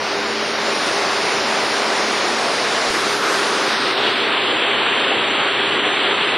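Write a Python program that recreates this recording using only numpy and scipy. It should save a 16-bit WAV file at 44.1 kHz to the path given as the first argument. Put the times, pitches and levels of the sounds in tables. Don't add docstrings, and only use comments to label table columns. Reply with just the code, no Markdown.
import sys
import numpy as np
from scipy import signal
from scipy.fft import dct
from scipy.io import wavfile
from scipy.ndimage import uniform_filter1d

SR = 44100
rng = np.random.default_rng(int(sys.argv[2]) if len(sys.argv) > 2 else 0)


def volts_from_db(level):
    exponent = np.asarray(level, float) / 20
    return 10 ** exponent


def to_wav(sig):
    pcm = np.clip(np.atleast_2d(sig), -1, 1) * 32767
    pcm = np.round(pcm).astype(np.int16)
    wavfile.write(sys.argv[1], SR, pcm.T)


N = 280917


def along(rows, t):
    s, *columns = np.transpose(rows)
    return [np.interp(t, s, c) for c in columns]


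def evened(x):
    return x / np.sqrt(np.mean(x ** 2) + 1e-20)


CUT_S, CUT_LENGTH_S = 2.9, 0.03
TILT_START_S, TILT_EASE_S = 3.57, 0.37


def view_at(t):
    tilt = np.maximum(t - TILT_START_S, 0) / TILT_EASE_S
    cut = np.clip((t - CUT_S) / CUT_LENGTH_S + 0.5, 0, 1)
    return cut + 1 - np.exp(-tilt ** 1.3)


# start_s, level_db
RUSH = [
    (0, -21),
    (.35, -21.5),
    (.9, -19),
    (2.9, -18.5),
    (3.6, -18.5),
    (4.0, -19),
    (4.3, -18.5),
    (5.3, -18.5),
    (6.37, -18),
]
FULL_DB = -20


def swelling_db(t):
    return np.minimum(along(RUSH, t)[0] - FULL_DB, 0)


def seen_db(table, hz, view, slide, overlap=False):
    table_hz, *spectra = np.transpose(table)
    log_hz = np.log(table_hz)
    sliding = np.interp(hz, [1506, 4020, 5540, 7700], [0, 1, 1, 0])[:, None]
    stretch = 1 + slide * sliding * (2 - view)
    deck, spray = (np.interp(np.log(hz + 1), log_hz, s)[:, None] for s in spectra[:2])
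    wake = np.interp(np.log(hz[:, None] / stretch + 1), log_hz, spectra[2])
    level = deck + (spray - deck) * np.clip(view, 0, 1)
    down = np.clip(view - 1, 0, 1)
    if overlap:
        return 10 * np.log10((1 - down) * volts_from_db(2 * level) + down * volts_from_db(2 * wake))
    return level + (wake - level) * down


# pitch_hz, deck_db, spray_db, wake_db
MID = [(49.7, -53.5, -57.5, -42.5), (104.9, -34, -33.5, -32), (207.4, -18, -19, -19.5),
       (381, -11.5, -8, -9), (582, -9.5, -13, -13.5), (1352, -12.5, -10, -12), (2240, -15.5, -16.5, -13.5),
       (3180, -19.5, -20, -11), (3654, -19, -19, -15.5), (4397, -19.5, -20, -25.5), (4990, -20, -19.5, -35),
       (5570, -21.5, -23.5, -39.5), (6150, -26.5, -25, -39.5), (7090, -29, -29.5, -47),
       (7910, -34.5, -33, -46), (8320, -33.5, -31, -39.5), (8790, -31, -29.5, -39.5),
       (9850, -31.5, -31.5, -41), (10130, -33.5, -30.5, -46), (10930, -38, -34.5, -43),
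       (11740, -43, -35, -43), (12500, -51, -50, -73)]
# pitch_hz, deck_db, spray_db, wake_db
WIDE = [(146.6, -60, -71.5, -45), (451, -27, -28.5, -24), (1210, -28.5, -27, -26), (2200, -30.5, -31, -28),
        (3493, -32.5, -43, -28), (4510, -35, -32, -37), (5640, -42.5, -38, -41), (6620, -32.5, -41.5, -37),
        (7700, -33, -34.5, -26), (8450, -24.5, -27, -43), (10050, -34, -41, -47), (13400, -52, -59, -55)]
# centre_s, depth_db
LULLS = [
    (3.191, -2.5),
    (3.951, -2.5),
    (4.598, -0.5),
    (5.82, -2.5),
]
# start_s, width_db
WIDTH = [
    (0, 0),
    (1.0, 0),
    (1.7, 0),
    (2.0, -3.5),
    (2.88, -2),
    (2.92, -1),
    (3.5, 0),
    (3.8, 1),
    (4.3, 0),
    (6.37, 0),
]
LULL_S = 0.023
FIZZ_PER_DB, WIDE_PER_DB = 0.25, 1.5


def water():
    hz, t, z = signal.stft(rng.standard_normal((2, N)), SR, nperseg=1024, noverlap=768)
    lulls_db = sum(db * np.exp(-((t - s) / LULL_S) ** 2) for s, db in LULLS)
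    level_db = along(RUSH, t)[0] + lulls_db
    view = view_at(t)
    fizz_db = FIZZ_PER_DB * swelling_db(t)
    wide_db = WIDE_PER_DB * swelling_db(t) + along(WIDTH, t)[0]
    patches = rng.standard_normal((len(t), len(hz))).T
    patches = uniform_filter1d(patches, size=14, axis=0)
    patches = evened(uniform_filter1d(patches, size=14, axis=1))
    slosh = evened(uniform_filter1d(rng.standard_normal(len(t)), size=8))
    common_db = level_db + 20.5 + 0.8 * patches + 0.34 * slosh
    common_db = common_db + fizz_db * np.clip(hz[:, None] / 6000, 0, 1) ** 2
    mid_db = seen_db(MID, hz, view, slide=0.42)
    side_db = seen_db(WIDE, hz, view, slide=0.086, overlap=True) + wide_db
    z *= volts_from_db(common_db + np.array([mid_db, side_db]))
    return signal.istft(z, SR, nperseg=1024, noverlap=768)[1][:, :N]


# pitch_hz, width_hz, deck_db, rail_db
HUM = [(84, 2.2, -59, -66.5), (120.8, 1.3, -57, -51.5), (219.4, 1.2, -41.5, -47), (303.2, 3.5, -43.5, -49),
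       (379.7, 7.4, -45, -40), (404, 4, -34.5, -34.5)]
# start_s, strength_db, wavering_rad
ENGINE = [(0, -0.5, 0.12), (0.9, 1.5, .12), (1.45, 2, 0.36), (1.8, -0.5, 0.81), (2.2, 3, 0.53),
          (2.85, -12, 0.33), (3.0, 1, 1.1), (3.5, -1.5, 1.7), (4.2, 1, 0.92), (5.1, -5.5, 1.1),
          (5.6, 3.5, 0.59), (6.37, -2.5, 1.07)]
HUM_PER_DB = -1.8
WAVER_HZ = 400


def hum():
    t = np.arange(N) / SR
    out = np.zeros(N)
    over_rail = np.clip(view_at(t), 0, 1)
    strength_db, wavering_rad = along(ENGINE, t)
    sunk_db = HUM_PER_DB * swelling_db(t)
    for hz, width_hz, deck_db, rail_db in HUM:
        pole = np.exp(-np.pi * width_hz / SR)
        waver = evened(signal.lfilter([1], np.poly([pole, pole]), rng.standard_normal(N)))
        share = hz / WAVER_HZ
        tone = np.sqrt(2) * np.sin(2 * np.pi * hz * t + share * wavering_rad * waver)
        level_db = deck_db + (rail_db - deck_db) * over_rail + sunk_db + share * strength_db
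        out += volts_from_db(level_db) * tone
    return out


def click():
    start_s, peak_db, length_s = 2.905, -29.5, 0.0024
    return volts_from_db(peak_db) * np.exp(-((np.arange(N) / SR - start_s) / length_s) ** 2)


def scene():
    mid, side = water()
    mid = mid + hum() + click()
    return np.array([mid + side, mid - side])


LEAD, HOP = 11854, 2048
TREBLE_BAND = 16


def gap_hiss_db(t, line_hz):
    views_db = (-51.5, -49.5, -56)
    level_db = np.interp(view_at(t), np.arange(3), views_db) + 2.5 * swelling_db(t)
    level_db = (level_db - 1.5 * np.maximum(t - TILT_START_S, 0))[:, None]
    return level_db - 0.5 * np.clip((12400 - line_hz) / 1000, 0, 1)


def whistles_and_hiss(pair):
    slope, base_db, bass_db, wake_treble_db = 0.42, -6.5, -3.0, -3.5
    side_share, quiet_db = 0.12, -34.5
    mask_db, mask_lines, ragged_db, ragged_lines = 15, 110, 4, 32
    slow = signal.resample_poly(np.pad(pair, ((0, 0), (LEAD, LEAD))), 320, 441, axis=1)
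    count = slow.shape[1] // HOP - 1
    window = np.sin(np.pi * (np.arange(2 * HOP) + 0.5) / (2 * HOP))
    frames = slow[:, HOP * np.arange(count)[:, None] + np.arange(2 * HOP)] * window
    a, b, c, d = np.split(frames, 4, axis=2)
    folded = np.concatenate([-c[..., ::-1] - d, a - b[..., ::-1]], axis=2)
    lines = dct(folded, 4, norm="ortho")
    line_hz = np.arange(HOP) * 16000 / HOP
    t = (np.arange(count) + 1) * HOP / 32000 - LEAD / SR

    band = np.floor(6 * np.arcsinh(line_hz / 600)).astype(int)
    member = np.eye(band.max() + 1)[band]
    power = (lines[0] ** 2 + side_share * lines[1] ** 2) @ member / member.sum(0)
    band_db = 10 * np.log10(uniform_filter1d(power, size=3, axis=0) + volts_from_db(2 * quiet_db))
    down = np.clip(view_at(t) - 1, 0, 1)[:, None]
    finer_db = wake_treble_db * (band > TREBLE_BAND) * down + bass_db * (band < 2)
    step = volts_from_db(slope * band_db[:, band] + base_db + finer_db)
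    rounded = step * np.round(lines / step)

    fill_db = gap_hiss_db(t, line_hz)
    fill = volts_from_db(fill_db) * np.sqrt(3) * rng.uniform(-1, 1, lines.shape)
    near = rounded[::-1] ** 2 + 0.22 * (band > TREBLE_BAND) * rounded ** 2
    near = uniform_filter1d(near, size=mask_lines, axis=2, origin=mask_lines // 3)
    near = uniform_filter1d(near, size=2, axis=1)
    ragged = rng.exponential(1, (2, count, HOP // ragged_lines))
    ragged = np.repeat(ragged, ragged_lines, axis=2) * (band > TREBLE_BAND + 2)
    fill *= near < volts_from_db(2 * (fill_db + mask_db - ragged_db * ragged))

    u, v = np.split(dct(rounded + fill, 4, norm="ortho"), 2, axis=2)
    unfolded = np.concatenate([v, -v[..., ::-1], -u[..., ::-1], -u], axis=2) * window
    head, tail = np.split(unfolded, 2, axis=2)
    head[:, 1:] += tail[:, :-1]
    return signal.resample_poly(head.reshape(2, -1), 441, 320, axis=1)[:, LEAD:LEAD + N]


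def top_cut(x):
    return signal.sosfilt(signal.butter(12, 15750, fs=SR, output="sos"), x)


def record(dry):
    mid, side = whistles_and_hiss(np.array([dry[0] + dry[1], dry[0] - dry[1]]) / 2)
    return top_cut(np.array([mid + side, mid - side]))


dry = scene()
out = record(dry)
to_wav(out)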